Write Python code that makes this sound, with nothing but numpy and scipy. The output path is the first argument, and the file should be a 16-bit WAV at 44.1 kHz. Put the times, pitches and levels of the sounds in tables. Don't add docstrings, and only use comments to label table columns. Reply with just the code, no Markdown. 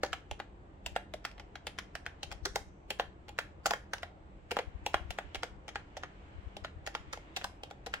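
import sys
import numpy as np
from scipy import signal
from scipy.fft import rfft, irfft
from scipy.io import wavfile
from scipy.ndimage import uniform_filter1d

SR = 44100
rng = np.random.default_rng(int(sys.argv[2]) if len(sys.argv) > 2 else 0)


def store_wav(level_fs):
    pcm = np.round(np.clip(np.atleast_2d(level_fs), -1, 1) * 32767)
    wavfile.write(sys.argv[1], SR, pcm.T.astype(np.int16))


def field_ratio(decibels):
    return 10 ** (np.asarray(decibels, dtype=float) / 20)


N = 352800


def evened(x):
    return x / np.sqrt(np.mean(x ** 2) + 1e-20)


def read(points, hz):
    f, value = np.transpose(points)
    return np.interp(np.log(hz + 1), np.log(f + 1), value)


def add(mix, s, sound):
    part = mix[..., round(s * SR):][..., :sound.shape[-1]]
    part += sound[..., :part.shape[-1]]


def air():
    # (frequency [Hz], density [dB per Hz])
    tone = [(15, -14), (25, -7), (64, 0), (130, -8.5), (200, -10), (242, -16.5), (309, -9), (416, -13),
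            (818, -14.5), (911, -17), (2990, -29.5), (5430, -46), (8200, -44), (8750, -66.5),
            (16000, -85.5)]
    # (frequency [Hz], correlation [-1 to 1])
    likeness = [(60, 0.91), (130, 0.89), (290, 0.94), (640, 0.16), (1410, -0.44), (3100, 0.068),
                (6820, -0.089), (15000, 0.96)]
    # (frequency [Hz], width [Hz], level [dB])
    hums = [(48.9, 8, -56.5), (80.5, 6, -59), (133, 20, -65.5), (194.7, 5.1, -64.5), (300, 73, -65),
            (11800, 450, -100)]
    # (time [s], level [dB])
    rustle = [(0.0, -80), (0.13, -69), (0.27, -75), (0.91, -75.5), (2.34, -71.5), (2.5, -77), (4.43, -74),
              (5.03, -68.5), (5.35, -65.5), (5.5, -74.5), (6.11, -67.5), (6.57, -67.5), (6.75, -74),
              (7.04, -66), (7.31, -66.5), (7.64, -74.5), (8.0, -70)]
    tone_db = -53
    frames, hz = N // 2048 + 5, np.fft.rfftfreq(8192, 1 / SR)
    a, b, c, d, patches = rng.standard_normal((frames, 4097, 5)).T
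    patches = uniform_filter1d(patches, size=80, axis=0)
    patches = evened(uniform_filter1d(patches, size=3, axis=1))
    same = np.clip(read(likeness, hz), -1, 1)[:, None]
    left = a + 1j * b
    right = same * left + np.sqrt(1 - same ** 2) * (c + 1j * d)
    power = field_ratio(read(tone, hz)) ** 2
    power *= field_ratio(tone_db) ** 2 / power.sum()
    for f, width, db in hums:
        bump = np.exp(-2 * ((hz - f) / width) ** 2)
        power += field_ratio(db) ** 2 * bump / bump.sum()
    stir_db = np.interp(np.arange(frames) * 2048 / SR, *np.transpose(rustle)) + 72
    cloth = np.exp(-(np.log2((hz + 1) / 3000) / 1.7) ** 2)[:, None]
    patch_db = 1.2 * np.clip(hz / 600, .2, 1)[:, None] * patches
    shaped = np.array([left, right]) * np.sqrt(power)[:, None] * field_ratio(patch_db + cloth * stir_db)
    return signal.istft(shaped, nperseg=8192, noverlap=6144)[1][:, :N] * 0.9


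def room(x):
    # (frequency [Hz], t60 [s])
    decay = [(250, 0.25), (700, 0.2), (1800, 0.28), (4500, 0.24), (10000, 0.27), (13000, .2), (16000, 0.22)]
    # (frequency [Hz], correlation [0 to 1])
    likeness = [(300, 1), (700, 0.76), (1500, 0.22), (3000, 0.078)]
    out, turn = np.zeros((2, N)), np.arange(N) / SR * 7.3
    for k in range(3):
        taps = np.zeros((2, SR // 2))
        at = np.arange(90, SR // 2 - 20, 20) + rng.integers(0, 20, (2, (SR // 2 - 91) // 20))
        np.put_along_axis(taps, at, rng.choice([-1., 1.], at.shape), 1)
        hz, t, z = signal.stft(taps, SR, nperseg=256)
        same = np.clip(read(likeness, hz), 0, 1)[:, None]
        z[1] = same * z[0] + np.sqrt(1 - same ** 2) * z[1]
        fade = field_ratio(-60 * t / read(decay, hz)[:, None])
        tail = signal.istft(z * fade, SR, nperseg=256)[1]
        tail = tail / np.linalg.norm(tail, axis=1)[:, None]
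        share = np.sqrt(2 / 3) * np.cos(turn + k * np.pi / 3)
        out += signal.oaconvolve(x * share, tail, axes=1)[:, :N]
    return out


def puffs():
    # (time [s], peak level [dB])
    left_puffs = [(0.118, -40.5), (0.158, -46), (0.927, -37), (2.282, -40), (2.318, -40), (2.358, -41),
                  (2.435, -32), (2.515, -40), (2.618, -45), (3.088, -43), (3.193, -51), (3.595, -49),
                  (4.681, -30), (4.757, -30.5), (4.83, -38), (4.96, -33.5), (5.017, -33), (5.057, -34),
                  (5.102, -32), (5.526, -42), (5.572, -45), (6.364, -41), (6.389, -33.5), (6.473, -30.5),
                  (6.564, -42), (6.631, -37.5), (6.77, -37), (6.823, -44), (7.008, -42), (7.083, -38.5)]
    # (time [s], peak level [dB])
    right_puffs = [
        (0.322, -32.5),
        (0.87, -38),
        (2.679, -45),
        (5.255, -40),
        (5.277, -47),
        (5.382, -37),
        (6.352, -42),
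        (6.442, -46),
    ]
    puff_hz = (64.4, 55.7)
    out, t = np.zeros((2, N)), np.arange(-2000, 2000) / SR
    for port, table in enumerate((left_puffs, right_puffs)):
        hz = puff_hz[port]
        for s, db in table:
            dip = -np.cos(2 * np.pi * hz * t - .3) * np.exp(-(1.66 * hz * t) ** 2)
            add(out[port], max(s + t[0], 0), field_ratio(db) * dip)
    return out


def springs():
    # (time [s], level [dB], frequency [Hz], t60 [s])
    hisses = [
        (2.457, -67.5, 6060, 1),
        (2.557, -69, 5460, 0.32),
        (3.659, -34, 6840, 0.054),
    ]
    out, t, f = np.zeros((2, N)), np.arange(SR // 2) / SR, np.fft.rfftfreq(SR // 2, 1 / SR)
    for s, db, hz, t60 in hisses:
        band = 1 / (1 + ((f - hz) / 450) ** 2)
        song = irfft(rfft(rng.standard_normal((2, len(t)))) * band)
        add(out, s, evened(song) * field_ratio(db - 60 * t / t60))
    return out


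def ring(modes, db, centre_hz, lag, reach, scatter_db, rise, rattle, span):
    hz, mode_db, t60 = np.transpose(modes)[:, :, None]
    chance = rng.standard_normal((len(hz), 6))
    when, size = rng.random((2, 4))
    hz = hz * (1 + .015 * chance[:, :1])
    mode_db = mode_db - reach * abs(np.log2(hz / centre_hz)) + scatter_db * chance[:, 1:2]
    blows = np.zeros(900)
    rebounds = (np.clip(span, 0, .02) * (SR - 50) * when).astype(int)
    np.add.at(blows, rebounds, rattle * (size - .4))
    blows[0] += 1
    blows = np.convolve(blows, np.hanning(8))
    ports = []
    for port, delay in enumerate((lag, 0)):
        t = np.maximum(np.arange(3000) - 60 - delay, 0) / SR
        aslant = hz / 3000
        phase = 1.13 * aslant * chance[:, 2 + port:3 + port]
        uneven_db = 1.5 * aslant * chance[:, 4 + port:5 + port]
        quick = 8.4 * np.exp(-np.log(1000) * t / (0.5 * t60))
        fade = np.exp(-np.log(1000) * t / t60) + quick
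        waves = field_ratio(mode_db + uneven_db) * fade * np.sin(2 * np.pi * hz * t + phase)
        onset = 1 - np.exp(-(t / rise) ** 2)
        ports.append(signal.fftconvolve(waves.sum(0) * onset, blows)[:3000])
    ports = np.array(ports)
    return field_ratio(db) * ports / np.sqrt(np.sum(ports[:, :450] ** 2) / 440)


def grit(db, colour_db, lag, rise, burst, tail, tail_db, slide_db, apart):
    t, hz = np.arange(-1000, 6000) / SR, np.fft.rfftfreq(7000, 1 / SR)
    both, own, grains, bumps = rng.standard_normal((4, 7000))
    bumps_db = 2.2 * evened(uniform_filter1d(bumps, size=90))[:len(hz)]
    after = np.maximum(t, 0)
    shape = np.exp(-after / burst) + field_ratio(tail_db) * np.exp(-after / tail)
    shape *= 1 - np.exp(-(after / rise) ** 2)
    shape += field_ratio(slide_db) * np.exp(-abs(t) / 0.002)
    shape *= field_ratio(4.1 * evened(uniform_filter1d(grains, size=30))) * signal.windows.tukey(7000, .2)
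    delay = np.array([np.exp(-2j * np.pi * hz * lag / SR), np.ones(len(hz))])
    noise = shape * np.array([both, both + apart * own])
    ports = irfft(rfft(noise) * field_ratio(colour_db(hz) + bumps_db) * delay)
    ports = ports / np.sqrt(np.sum(ports[:, 1000:1450] ** 2, axis=1, keepdims=True) / 220)
    shaded = signal.lfilter([.8], [1, -.2], ports[0])
    return field_ratio(db) * np.array([shaded, ports[1]])


def contacts():
    # (time [s], case level [dB], case centre [Hz], cap level [dB], cap centre [Hz])
    presses = [(0.0339, -25.5, 740, -32.5, 1630), (0.3124, -37, 660, -43, 2450),
               (0.8623, -41, 800, -37, 2830), (1.1384, -35.5, 523, -44.5, 1970),
               (1.6688, -40, 620, -38, 2150), (1.9533, -42.5, 810, -40.5, 1800),
               (2.231, -42.5, 680, -37.5, 2700), (2.4572, -38, 450, -35, 1450),
               (2.9047, -36.5, 557, -34, 2730), (3.2914, -46.5, 765, -51, 2460),
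               (3.6584, -30, 800, -28.5, 1280), (3.9345, -37, 950, -34.5, 1540),
               (4.515, -32.5, 600, -36.5, 2200), (4.8633, -30, 740, -35, 2700),
               (5.1061, -41, 706, -40, 2360), (5.3472, -40, 645, -41, 2680), (5.6808, -45, 730, -47, 2360),
               (5.9685, -39, 656, -47.5, 1990), (6.5674, -42, 570, -47.5, 2840),
               (6.8735, -37, 720, -40.5, 2050), (7.1334, -43.5, 624, -39.5, 1340),
               (7.364, -44, 690, -37, 3130), (7.6343, -42.5, 580, -46, 2970),
               (7.8676, -38.5, 645, -46.5, 2110)]
    # (time [s], case level [dB], case centre [Hz], cap level [dB], switch tick level [dB])
    releases = [(0.1304, -37.5, 795, -33.5, -41), (0.4004, -37, 730, -36.5, -53.5),
                (0.9622, -27, 714, -30.5, -44), (1.251, -41, 770, -36.5, -39),
                (1.7873, -64, 920, -36.5, -40.5), (2.0639, -46.5, 770, -39, -46),
                (2.3152, -46.5, 700, -43.5, -47.5), (2.558, -28, 740, -36, -32),
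                (2.9975, -25.5, 734, -30, -44.5), (3.3878, -34.5, 740, -30.5, -39),
                (3.7083, -28, 855, -32, -33), (3.7359, -33.5, 780, -30.5, -41.5),
                (4.0313, -37.5, 814, -39.5, -50.5), (4.5681, -27, 770, -31.5, -44.5),
                (4.9425, -23, 704, -24.5, -40.5), (5.1864, -32.5, 776, -36, -46.5),
                (5.4324, -35, 620, -33.5, -40), (5.757, -35.5, 730, -35, -46), (6.0348, -44, 540, -38, -51),
                (6.6474, -40, 785, -35.5, -48.5), (6.9506, -35.5, 736, -33, -42),
                (7.4433, -35, 850, -37, -35.5), (7.7103, -44, 680, -49.5, -54.5),
                (7.939, -42, 830, -31, -43)]
    # (time [s],
    # case level [dB], cap level [dB], switch tick level [dB])
    further_contacts = [(0.0479, -54, -57, -45), (0.0632, -62, -56, -49), (1.3142, -70, -58.5, -61),
                        (1.3805, -55, -56, -65), (1.3978, -49, -48, -53.5), (1.5559, -46.5, -45, -51),
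                        (1.677, -50, -45.5, -56), (2.3232, -44, -47, -45.5), (2.4534, -42.5, -46, -30.5),
                        (3.283, -52, -53.5, -56), (3.6645, -29.5, -40, -30.5), (3.9822, -55, -54.5, -53),
                        (4.5099, -43, -39, -45.5), (4.5889, -29.5, -35, -42.5), (5.3551, -44, -41, -45.5),
                        (5.6897, -56, -45.5, -49), (5.973, -45, -55, -47), (6.0364, -46, -54, -59),
                        (6.8643, -48, -45, -41.5), (7.1282, -54, -54, -41), (7.174, -44, -54, -58),
                        (7.369, -38, -39, -37.5), (7.4134, -49, -46, -59), (7.42, -49, -50, -67),
                        (7.863, -48, -47, -44)]
    press_tick_db = -2.5
    release_cap_hz, further_case_hz, further_cap_hz = 1710, 680, 2064
    press_top_db, release_top_db, further_top_db, lift_top_db = 0.5, -1.5, -4, -7
    lift_s, lift_db, lift_tick_db, lift_share = 0.0073, -58, -58.5, 0.25

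    rows = [(*row, row[3] + press_tick_db, press_top_db) for row in presses]
    for s, case_db, case_hz, cap_db, tick_db in releases:
        rows.append((s, case_db, case_hz, cap_db, release_cap_hz, tick_db, release_top_db))
        force_db = lift_share * (cap_db + 35)
        slip_db = lift_db + force_db
        rows.append((s - lift_s, slip_db, case_hz, slip_db, release_cap_hz,
                     lift_tick_db + force_db, lift_top_db))
    for s, case_db, cap_db, tick_db in further_contacts:
        rows.append((s, case_db, further_case_hz, cap_db, further_cap_hz, tick_db, further_top_db))
    return rows


def keys():
    # (frequency [Hz], level [dB], t60 [s])
    case_modes = [(194, 1.5, 0.043), (302, -17, 0.054), (404, -7.5, 0.13), (516, -1, 0.055),
                  (600, 8, 0.034), (704, 11.5, 0.031), (784, -2, 0.069), (960, 1, 0.041)]
    # (frequency [Hz], level [dB], t60 [s])
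    cap_modes = [(1174, -30, 0.0067), (1439, 5, 0.046), (1630, 11.5, 0.0093), (1822, 9.5, 0.014),
                 (2200, 6.5, 0.0046), (2450, 4.5, 0.0078), (2700, -4, 0.05), (2810, 11.5, 0.019),
                 (3213, 8, 0.053)]
    # (frequency [Hz], level [dB])
    switch = [(2800, -7), (3700, 0), (4230, 0), (4800, 1), (5500, 0.5), (6300, -2), (7200, -3),
              (8600, -8.5), (10400, -9.5), (12500, -13), (14300, -15.5), (15900, -13.5), (16500, -28)]
    # (time [s], lag [samples])
    left_lag = [(0, 3.5), (.7, -6.5), (1.7, -1.5), (2.3, 5.5), (4.2, 7.5), (4.8, 5), (5.6, 5), (8, 12)]
    # (time [s], treble level [dB])
    facing = [(0, -5.5), (.9, 1), (2.3, -4.5), (2.9, 3), (4.0, 0), (4.9, 2.5), (5.8, -6), (7.0, -3),
              (8, -0.5)]
    out = np.zeros((2, N))
    scatter_db, lead_s = 1.8, .0014
    for s, case_db, case_hz, cap_db, cap_hz, tick_db, top_db in contacts():
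        loose = np.clip((tick_db - cap_db + 22.0) / 14, .1, 1)
        lag = np.interp(s, *np.transpose(left_lag))
        top_db += 0.01 * (tick_db + 39)
        top_db += np.interp(s, *np.transpose(facing))

        def scrape_colour(hz):
            return -13 * abs(np.log2((hz + 1) / cap_hz)) - .004 * np.maximum(hz - 4000, 0)

        def tick_colour(hz):
            return read(switch, hz) + top_db * np.clip((hz - 7000) / 2500, 0, 1)

        knock = ring(case_modes, case_db + 0.17, case_hz, 0.27 * lag, reach=28 - 13 * loose,
                     scatter_db=scatter_db, rise=.0005 + .0016 * loose, rattle=1.96 * loose, span=0.005755)
        knock += ring(cap_modes, cap_db - 0.5 * loose, cap_hz, 0.65 * lag, reach=11.5,
                      scatter_db=scatter_db, rise=0.00021, rattle=0.18 * loose, span=0.0041)
        add(out, s - lead_s, knock)
        scrape = grit(cap_db - 8.0 + 9 * loose, scrape_colour, 0.7 * lag, rise=.0012, burst=0.0029,
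                      tail=0.014, tail_db=-12.5, slide_db=-23.5, apart=1.0)
        scrape += grit(tick_db + .3, tick_colour, lag, rise=0.0018, burst=.0019,
                       tail=0.008, tail_db=-17, slide_db=-36, apart=2.8)
        add(out, s - lead_s - 1000 / SR, scrape)
    return out * field_ratio([[.4], [-.4]])


def scene():
    board = keys() + springs()
    return board + field_ratio(-11) * room(board) + puffs() + air()


def gated(x):
    from_hz, gate_db = 8700, -112
    hz, _, z = signal.stft(x, SR, nperseg=1024)
    band = np.searchsorted([0, 9700, 11300, 12200, 13200], hz)
    power = abs(z) ** 2
    levels = [power[:, (band == k) & (hz > from_hz)].mean(axis=1) for k in range(1, 6)]
    level = np.stack(levels, axis=1)[:, np.maximum(band - 1, 0)]
    over_db = 10 * np.log10(level + 1e-20) - gate_db
    over_db -= 4 * (band == 5)[:, None]
    over_db += 4 * (band == 3)[:, None]
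    keep = np.where(hz[:, None] > from_hz, np.clip(over_db / 2, .12, 1), 1)
    return signal.istft(z * keep, SR, nperseg=1024)[1][:, :N]


def low_pass(x):
    return signal.sosfilt(signal.butter(12, 17040, fs=SR, output="sos"), x)


def record(dry):
    edge_hz = 16100
    lowpass = signal.firwin(255, edge_hz, window=("kaiser", 8), fs=SR)
    limited = signal.oaconvolve(dry, lowpass[None], "same")
    return low_pass(gated(limited))


dry = scene()
out = record(dry)
store_wav(out)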